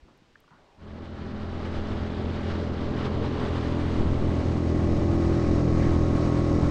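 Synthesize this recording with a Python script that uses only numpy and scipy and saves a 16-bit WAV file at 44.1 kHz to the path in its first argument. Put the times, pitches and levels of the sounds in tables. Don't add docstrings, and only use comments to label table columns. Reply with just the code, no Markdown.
import sys
import numpy as np
from scipy import signal
from scipy.fft import rfft, irfft
from scipy.io import wavfile

SR = 44100
rng = np.random.default_rng(int(sys.argv[2]) if len(sys.argv) > 2 else 0)


def dump(signal):
    limited = np.clip(np.atleast_2d(signal).T, -1, 1)
    pcm = np.round(limited * 32767).astype(np.int16)
    wavfile.write(sys.argv[1], SR, pcm)


N = 295818
TIME = np.arange(N) / SR

# time in seconds, firings per second. The throttle is held; the speed hunts a little.
FIRING_RATE = [(1, 41.93), (2, 41.95), (3, 42.0), (4, 41.96), (4.7, 41.91), (5.7, 41.9), (6.15, 41.84),
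               (6.7, 41.91)]
# time in seconds, microphone heading
MIC_HEADING = [(1.5, 0), (2.4, 0.36), (3.3, 1.0), (3.9, 1.41), (4.6, 1.72), (5.2, 2), (5.6, 3), (6.1, 2.5),
               (6.71, 6.5)]
LOUDEST_HEADING = 2.29


def motor(base_db=-28, db_per_heading=2.5, exhaust_db=0.6, hull_db=-7.3, clatter_db=-27):
    cycles = np.cumsum(curve(FIRING_RATE)) / SR + 0.0012 * drift(8.9)
    heading = curve(MIC_HEADING)
    facing = np.minimum(heading, LOUDEST_HEADING)
    drone = hull_drone() * amp(hull_db + drift(3.5))
    metal = clatter(cycles, heading) * amp(clatter_db + (facing - 1.5) + drift(9))
    thumps = exhaust(cycles, heading) * amp(exhaust_db)
    return amp(base_db + db_per_heading * facing) * (thumps + drone + metal)


# multiple of the firing rate, then relative level in dB at headings 0, 1, 2 and 3.
EXHAUST_PARTIALS = [(1, -35, -35, -20, -18), (2, -7.5, -8, -3.5, -6.5), (3, -16.5, -11, -9, -7.5),
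                    (4, -21, -20.5, -12.5, -11.5), (5, -10.5, -16, -12.5, -13), (6, -15, -13, -15.5, -16),
                    (7, -26.5, -16.5, -12, -9.5), (8, -18.5, -21.5, -8, -11), (9, -18.5, -23.5, -14, -17.5),
                    (10, -21.5, -15, -26, -20), (11, -29.5, -17, -41.5, -30.5),
                    (12, -34, -29, -37.5, -32.5), (13, -26, -27, -22.5, -19), (14, -22, -23, -20, -22),
                    (15, -32, -54.5, -38.5, -33.5), (16, -26.5, -50.5, -35.5, -26),
                    (17, -41.5, -64.5, -39.5, -38.5), (18, -54, -47, -29, -30.5),
                    (19, -25, -32.5, -33, -37), (20, -52.5, -45, -37.5, -43.5),
                    (25, -50, -28.5, -52, -51.5), (26, -31.5, -30, -28, -25),
                    (27, -30.5, -45.5, -36.5, -29.5), (28, -38, -30, -46, -45.5),
                    (29, -31, -46, -45.5, -51), (30, -38, -56, -30, -34.5), (31, -31, -42, -43, -34.5),
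                    (32, -35, -37, -48, -35.5), (33, -34.5, -69.5, -51, -52), (48, -47, -59, -45.5, -51)]


def exhaust(cycles, heading, waver_db=0.8, waver_rad=0.07, spread_rad=0.04):
    multiples, *views = np.transpose(EXHAUST_PARTIALS)
    orders = np.arange(1, 49)
    levels_db = np.array([np.interp(orders, multiples, view) for view in views])
    phases = panel_lag(orders * curve(FIRING_RATE).mean())
    phases -= spread_rad * orders ** 2
    phases += (orders > 14) * 2 * np.pi * rng.random(len(orders))
    note = np.zeros(N)
    for order, view_db, phase in zip(orders, levels_db.T, phases):
        gain = amp(np.interp(heading, np.arange(len(view_db)), view_db) + waver_db * drift(6.4))
        note += gain * np.cos(2 * np.pi * order * cycles + phase + waver_rad * drift(5.9))
    strength = 1 + 0.04 * rng.standard_normal(400)
    return np.sqrt(2) * note * np.interp(cycles, np.arange(len(strength)), strength)


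# resonance of a hull panel in Hz, width in Hz.
PANEL_MODES = [(189, 42), (314, 11), (398, 14)]


def panel_lag(hz):
    return -sum(np.arctan2(width / 2, centre - hz) for centre, width in PANEL_MODES)


# frequency in Hz, relative level in dB.
HULL_SPECTRUM = [(30, -31.5), (55, -16.5), (85, 4.5), (130, -1), (220, 0), (330, -2.5), (450, -6.5),
                 (650, -11.5), (1000, -22), (2000, -72.5), (8000, -115)]


def hull_drone():
    return colour(rng.standard_normal(N), HULL_SPECTRUM)


# frequency in Hz, relative level in dB.
CLATTER_SPECTRUM = [(500, -9), (1150, 7), (1500, 3.5), (2000, 8), (2600, 3.5), (3300, -4), (4150, 0),
                    (4700, 2), (5200, -2.5), (6000, -4.5), (6700, -8), (8400, -14.5), (9500, -26.5),
                    (12500, -41), (16000, -66)]


def clatter(cycles, heading, tick_share=0.44, ring_s=0.0025, play_cycles=0.0012):
    firings, lag = np.arange(int(cycles[-1])), np.arange(600)
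    ticks = np.zeros(N + len(lag))
    for angle, size in rng.random((48, 2)):
        hit_cycles = firings + angle + play_cycles * rng.standard_normal(len(firings))
        starts = np.interp(hit_cycles, cycles, np.arange(N)).astype(int)
        ring = rng.standard_normal(len(lag)) * np.exp(-lag / SR / ring_s)
        strengths = (size - 0.5) * (1 + 0.65 * rng.standard_normal(len(starts)))
        ticks[starts[:, None] + lag] += np.outer(strengths, ring)
    valve_pulse = 1 + 0.15 * np.cos(2 * np.pi * (cycles - 0.3))
    rattle = tick_share * unit(ticks[:N]) + (1 - tick_share) * rng.standard_normal(N)
    direct = colour(valve_pulse * rattle, CLATTER_SPECTRUM)
    return shadow(cowl(direct, heading), heading)


# resonance in Hz, width in Hz, height in dB over the side, height in dB facing the motor.
COWL_MODES = [(2300, 60, 3, 4.5), (2910, 130, 11.5, -1.5), (3770, 50, 6.5, 10), (4090, 72, 3, 6),
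              (5470, 450, -1.5, 5), (6500, 680, 4.5, 6)]


def cowl(x, heading):
    f = np.fft.rfftfreq(N, 1 / SR)
    hz, width, *heights_db = np.transpose(COWL_MODES)
    peaks = 1 / (1 + (2 * (f[:, None] - hz) / width) ** 2)
    side, facing = (irfft(rfft(x) * amp(peaks @ db), N) for db in heights_db)
    aft = np.clip(heading - 1, 0, 1)
    return ((1 - aft) * side + aft * facing) / facing.std()


def shadow(x, heading, cutoff_hz=4800, leak=0.4):
    dull = signal.sosfiltfilt(signal.butter(2, cutoff_hz, fs=SR, output="sos"), x)
    return dull + (x - dull) * np.interp(heading, [1, 2], [leak, 1])


# frequency in Hz, relative level in dB.
WASH_SPECTRUM = [(200, 2), (600, 1), (900, 2.5), (1250, 0.5), (1900, -4), (2650, -10), (2900, -7),
                 (3250, -8), (4100, -11), (5000, -16.5), (6600, -27), (8000, -31.5), (10000, -42),
                 (12500, -66), (16000, -88.5)]
WAKE_SPECTRUM = [(200, -3), (650, 7), (900, 5), (1200, 4.5), (1550, -3), (1950, -4), (2650, -12),
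                 (2950, -8.5), (3300, -11.5), (4200, -13.5), (5000, -28.5), (6600, -24), (8000, -22),
                 (10000, -33), (12500, -52), (16000, -78)]


def water(wash_db=4.5, wake_db=3.5, foam_db=6, flutter_db=1.8, bubbles_per_s=2000):
    bubbles = np.zeros(N)
    pitches_hz = np.geomspace(700, 8000, 24)
    for hz in pitches_hz:
        t = np.arange(int(8 * SR / hz)) / SR
        ring = hz * np.sin(2 * np.pi * hz * t) * np.exp(-hz * t / 3.6)
        hits = rng.random(N) < bubbles_per_s / len(pitches_hz) / SR
        sizes = amp(0.5 * np.minimum(rng.exponential(1, N), 5))
        bubbles += signal.oaconvolve(hits * sizes, ring)[:N]
    froth = unit(bubbles) + rng.standard_normal(N) * amp(foam_db + flutter_db * drift(16))
    wash = amp(wash_db) * colour(froth, WASH_SPECTRUM)
    wake = amp(wake_db) * colour(froth, WAKE_SPECTRUM)
    aft = np.clip(curve(MIC_HEADING) - 1, 0, 1)
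    return water_gain() * ((1 - aft) * wash + aft * wake)


def water_gain(steady_db=-47.5, over_side_db=1.5, ripple_db=0.14):
    over_side = np.clip(1 - abs(curve(MIC_HEADING) - 1), 0, 1)
    steady = amp(steady_db + over_side_db * over_side + ripple_db * drift(21))
    return np.sqrt(steady ** 2 + surge_power(WAVELETS, rise=0.95))


# peak time in seconds, level in dB, length in seconds, slap pitch in Hz.
WAVELETS = [(1.655, -51.5, 0.015, 1400), (1.905, -54, 0.038, 1200), (2.38, -50, 0.041, 1500),
            (2.511, -45, 0.013, 1400), (3.012, -44, 0.025, 1250), (3.059, -41, 0.016, 1350),
            (3.433, -45.5, 0.071, 1010), (3.8, -50, 0.36, 1070), (5.357, -51, 0.1, 1560),
            (5.583, -51, 0.03, 1500), (5.852, -48, 0.059, 1830), (5.936, -44, 0.033, 800),
            (6.23, -46.5, 0.15, 1110), (6.653, -45.5, 0.051, 1000)]


def slaps(width_hz=650, gurgle_db=1):
    smacks = np.zeros(N)
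    for peak_s, db, length_s, hz in WAVELETS:
        hollow = unit(bandpass(rng.standard_normal(N), hz, width_hz))
        smacks += hollow * np.sqrt(surge_power([(peak_s, db, length_s)], rise=0.83))
    return smacks * amp(gurgle_db * drift(60))


# peak time in seconds, level in dB, length in seconds.
SPRAY_SHEETS = [(2.39, -54, 0.047), (2.512, -52, .018), (3.01, -59, .022), (3.06, -52, 0.011),
                (3.5, -53.5, 0.14), (3.92, -52, .1), (4.36, -51.5, 0.018), (5.3, -58.5, 0.21),
                (5.85, -54, 0.032)]
# frequency in Hz, relative level in dB.
SPRAY_SPECTRUM = [(800, -23.5), (1800, 3.5), (3000, 1.5), (4500, -5), (6200, -13.5), (7500, -22.5),
                  (10000, -32.5), (12500, -53.5), (16000, -72)]


def spray(patter_db=4, patter_hz=90):
    patter = rng.standard_normal(N) * amp(patter_db * drift(patter_hz))
    return colour(patter, SPRAY_SPECTRUM) * np.sqrt(surge_power(SPRAY_SHEETS, rise=1.1))


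# peak time in seconds, level in dB, length in seconds.
WIND_GUSTS = [(1.8, -31, 0.046), (3.83, -42, 0.046), (4.05, -27, 0.11), (4.25, -27.5, 0.042),
              (4.78, -39, .07), (4.98, -28.5, .05), (5.26, -30.5, .05), (5.52, -28, 0.065),
              (5.86, -29.5, 0.13), (6.27, -28, 0.032), (6.52, -36, .06), (6.67, -26, 0.068)]
# frequency in Hz, relative level in dB.
WIND_SPECTRUM = [(8, -0.5), (22, -10), (45, -7.5), (70, -6.5), (120, -18.5), (300, -40), (1000, -96)]


def wind(breeze_db=-38, db_per_heading=2, lumps_db=1.5, lumps_hz=8.1):
    exposure = np.minimum(curve(MIC_HEADING), LOUDEST_HEADING)
    breeze = amp(breeze_db + db_per_heading * exposure + lumps_db * drift(lumps_hz))
    rumble = colour(rng.standard_normal(N), WIND_SPECTRUM)
    return rumble * np.sqrt(breeze ** 2 + surge_power(WIND_GUSTS, rise=0.61))


# frequency in Hz, relative level in dB.
LEAF_AIR_SPECTRUM = [(15, 2), (90, -2), (250, -3), (500, -7), (800, -9), (1200, -13), (1700, -14),
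                     (3300, -17), (5000, -22), (8000, -32), (11000, -45), (15000, -48)]
# start in seconds, peak level in dB, centre in Hz, width in Hz, decay in seconds.
SHORE_SCUFFS = [(0.02, -45.5, 50, 60, 0.012), (.04, -51, 218, 300, 0.074), (.08, -53.5, 950, 900, 0.054),
                (.219, -49, 249, 300, 0.0054), (0.3545, -42, 1570, 560, 0.0026),
                (0.439, -53, 1320, 400, .005), (.478, -51, 1160, 450, 0.011), (.507, -48, 1160, 736, 0.071),
                (0.508, -48, 127, 150, 0.011), (.535, -54, 179, 253, 0.052), (.585, -52, 656, 710, 0.36)]


def shore(air_db=-62):
    return colour(rng.standard_normal(N), LEAF_AIR_SPECTRUM) * amp(air_db) + bursts(SHORE_SCUFFS)


# start in seconds, peak level in dB.
DROPLET_TICKS = [(0.176, -66), (0.403, -55), (0.945, -72), (1.079, -76), (1.513, -72), (1.847, -73),
                 (4.924, -68), (5.794, -76)]


def droplets(centre_hz=12000, width_hz=7000, decay_s=0.0016):
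    return bursts([(start_s, db, centre_hz, width_hz, decay_s) for start_s, db in DROPLET_TICKS])


def bursts(rows):
    puffs, t = np.zeros(N), np.arange(SR // 4) / SR
    for start_s, peak_db, hz, width_hz, decay_s in rows:
        puff = bandpass(rng.standard_normal(len(t)) * np.exp(-t / decay_s), hz, width_hz)
        start = round(start_s * SR)
        puffs[start:start + len(t)] += amp(peak_db) * puff / abs(puff).max()
    return puffs


def surge_power(rows, rise):
    power = np.zeros(N)
    for peak_s, db, length_s, *_ in rows:
        age = (TIME - peak_s) / length_s
        power += amp(db) ** 2 * np.exp(-np.where(age < 0, age / rise, age) ** 2)
    return power


def amp(db):
    return 10 ** (np.asarray(db) / 20)


def unit(x):
    return x / np.sqrt(np.mean(x ** 2) + 1e-20)


def curve(rows):
    return np.interp(TIME, *np.transpose(rows))


def colour(x, spectrum):
    hz, db = np.transpose(spectrum)
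    f = np.fft.rfftfreq(N, 1 / SR)
    gain = amp(np.interp(np.log(f + 1), np.log(hz), db))
    return unit(irfft(rfft(x) * gain, N))


def drift(rate_hz):
    f = np.fft.rfftfreq(4096, 1 / 500)
    slow = irfft(rfft(rng.standard_normal(4096)) * (f > 0) / (1 + (f / rate_hz) ** 4))
    return unit(np.interp(TIME, np.arange(len(slow)) / 500, slow))


def bandpass(x, hz, width_hz):
    edges = np.clip([hz - width_hz / 2, hz + width_hz / 2], 10, SR / 2 - 10)
    return signal.sosfilt(signal.butter(3, edges, "band", fs=SR, output="sos"), x)


def scene(board_s=0.768, cut_in_s=0.06, first_gain=0.19, fade_up_s=1.14):
    ashore = curve([(0.8, 1), (1.5, 0)])
    aboard_s = TIME - board_s
    aboard = np.clip(aboard_s / cut_in_s, 0, 1) * np.interp(aboard_s, [0, fade_up_s], [first_gain, 1])
    background = ashore * shore() + droplets()
    boat = motor() + water() + slaps() + spray() + wind()
    return (background + aboard * boat)[None]


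def record(dry, cutoff_hz=15800, stop_s=0.005):
    stop = np.clip((TIME[-1] - TIME) / stop_s, 0, 1)
    return signal.sosfilt(signal.butter(12, cutoff_hz, fs=SR, output="sos"), dry * stop)


dry = scene()
out = record(dry)
dump(out)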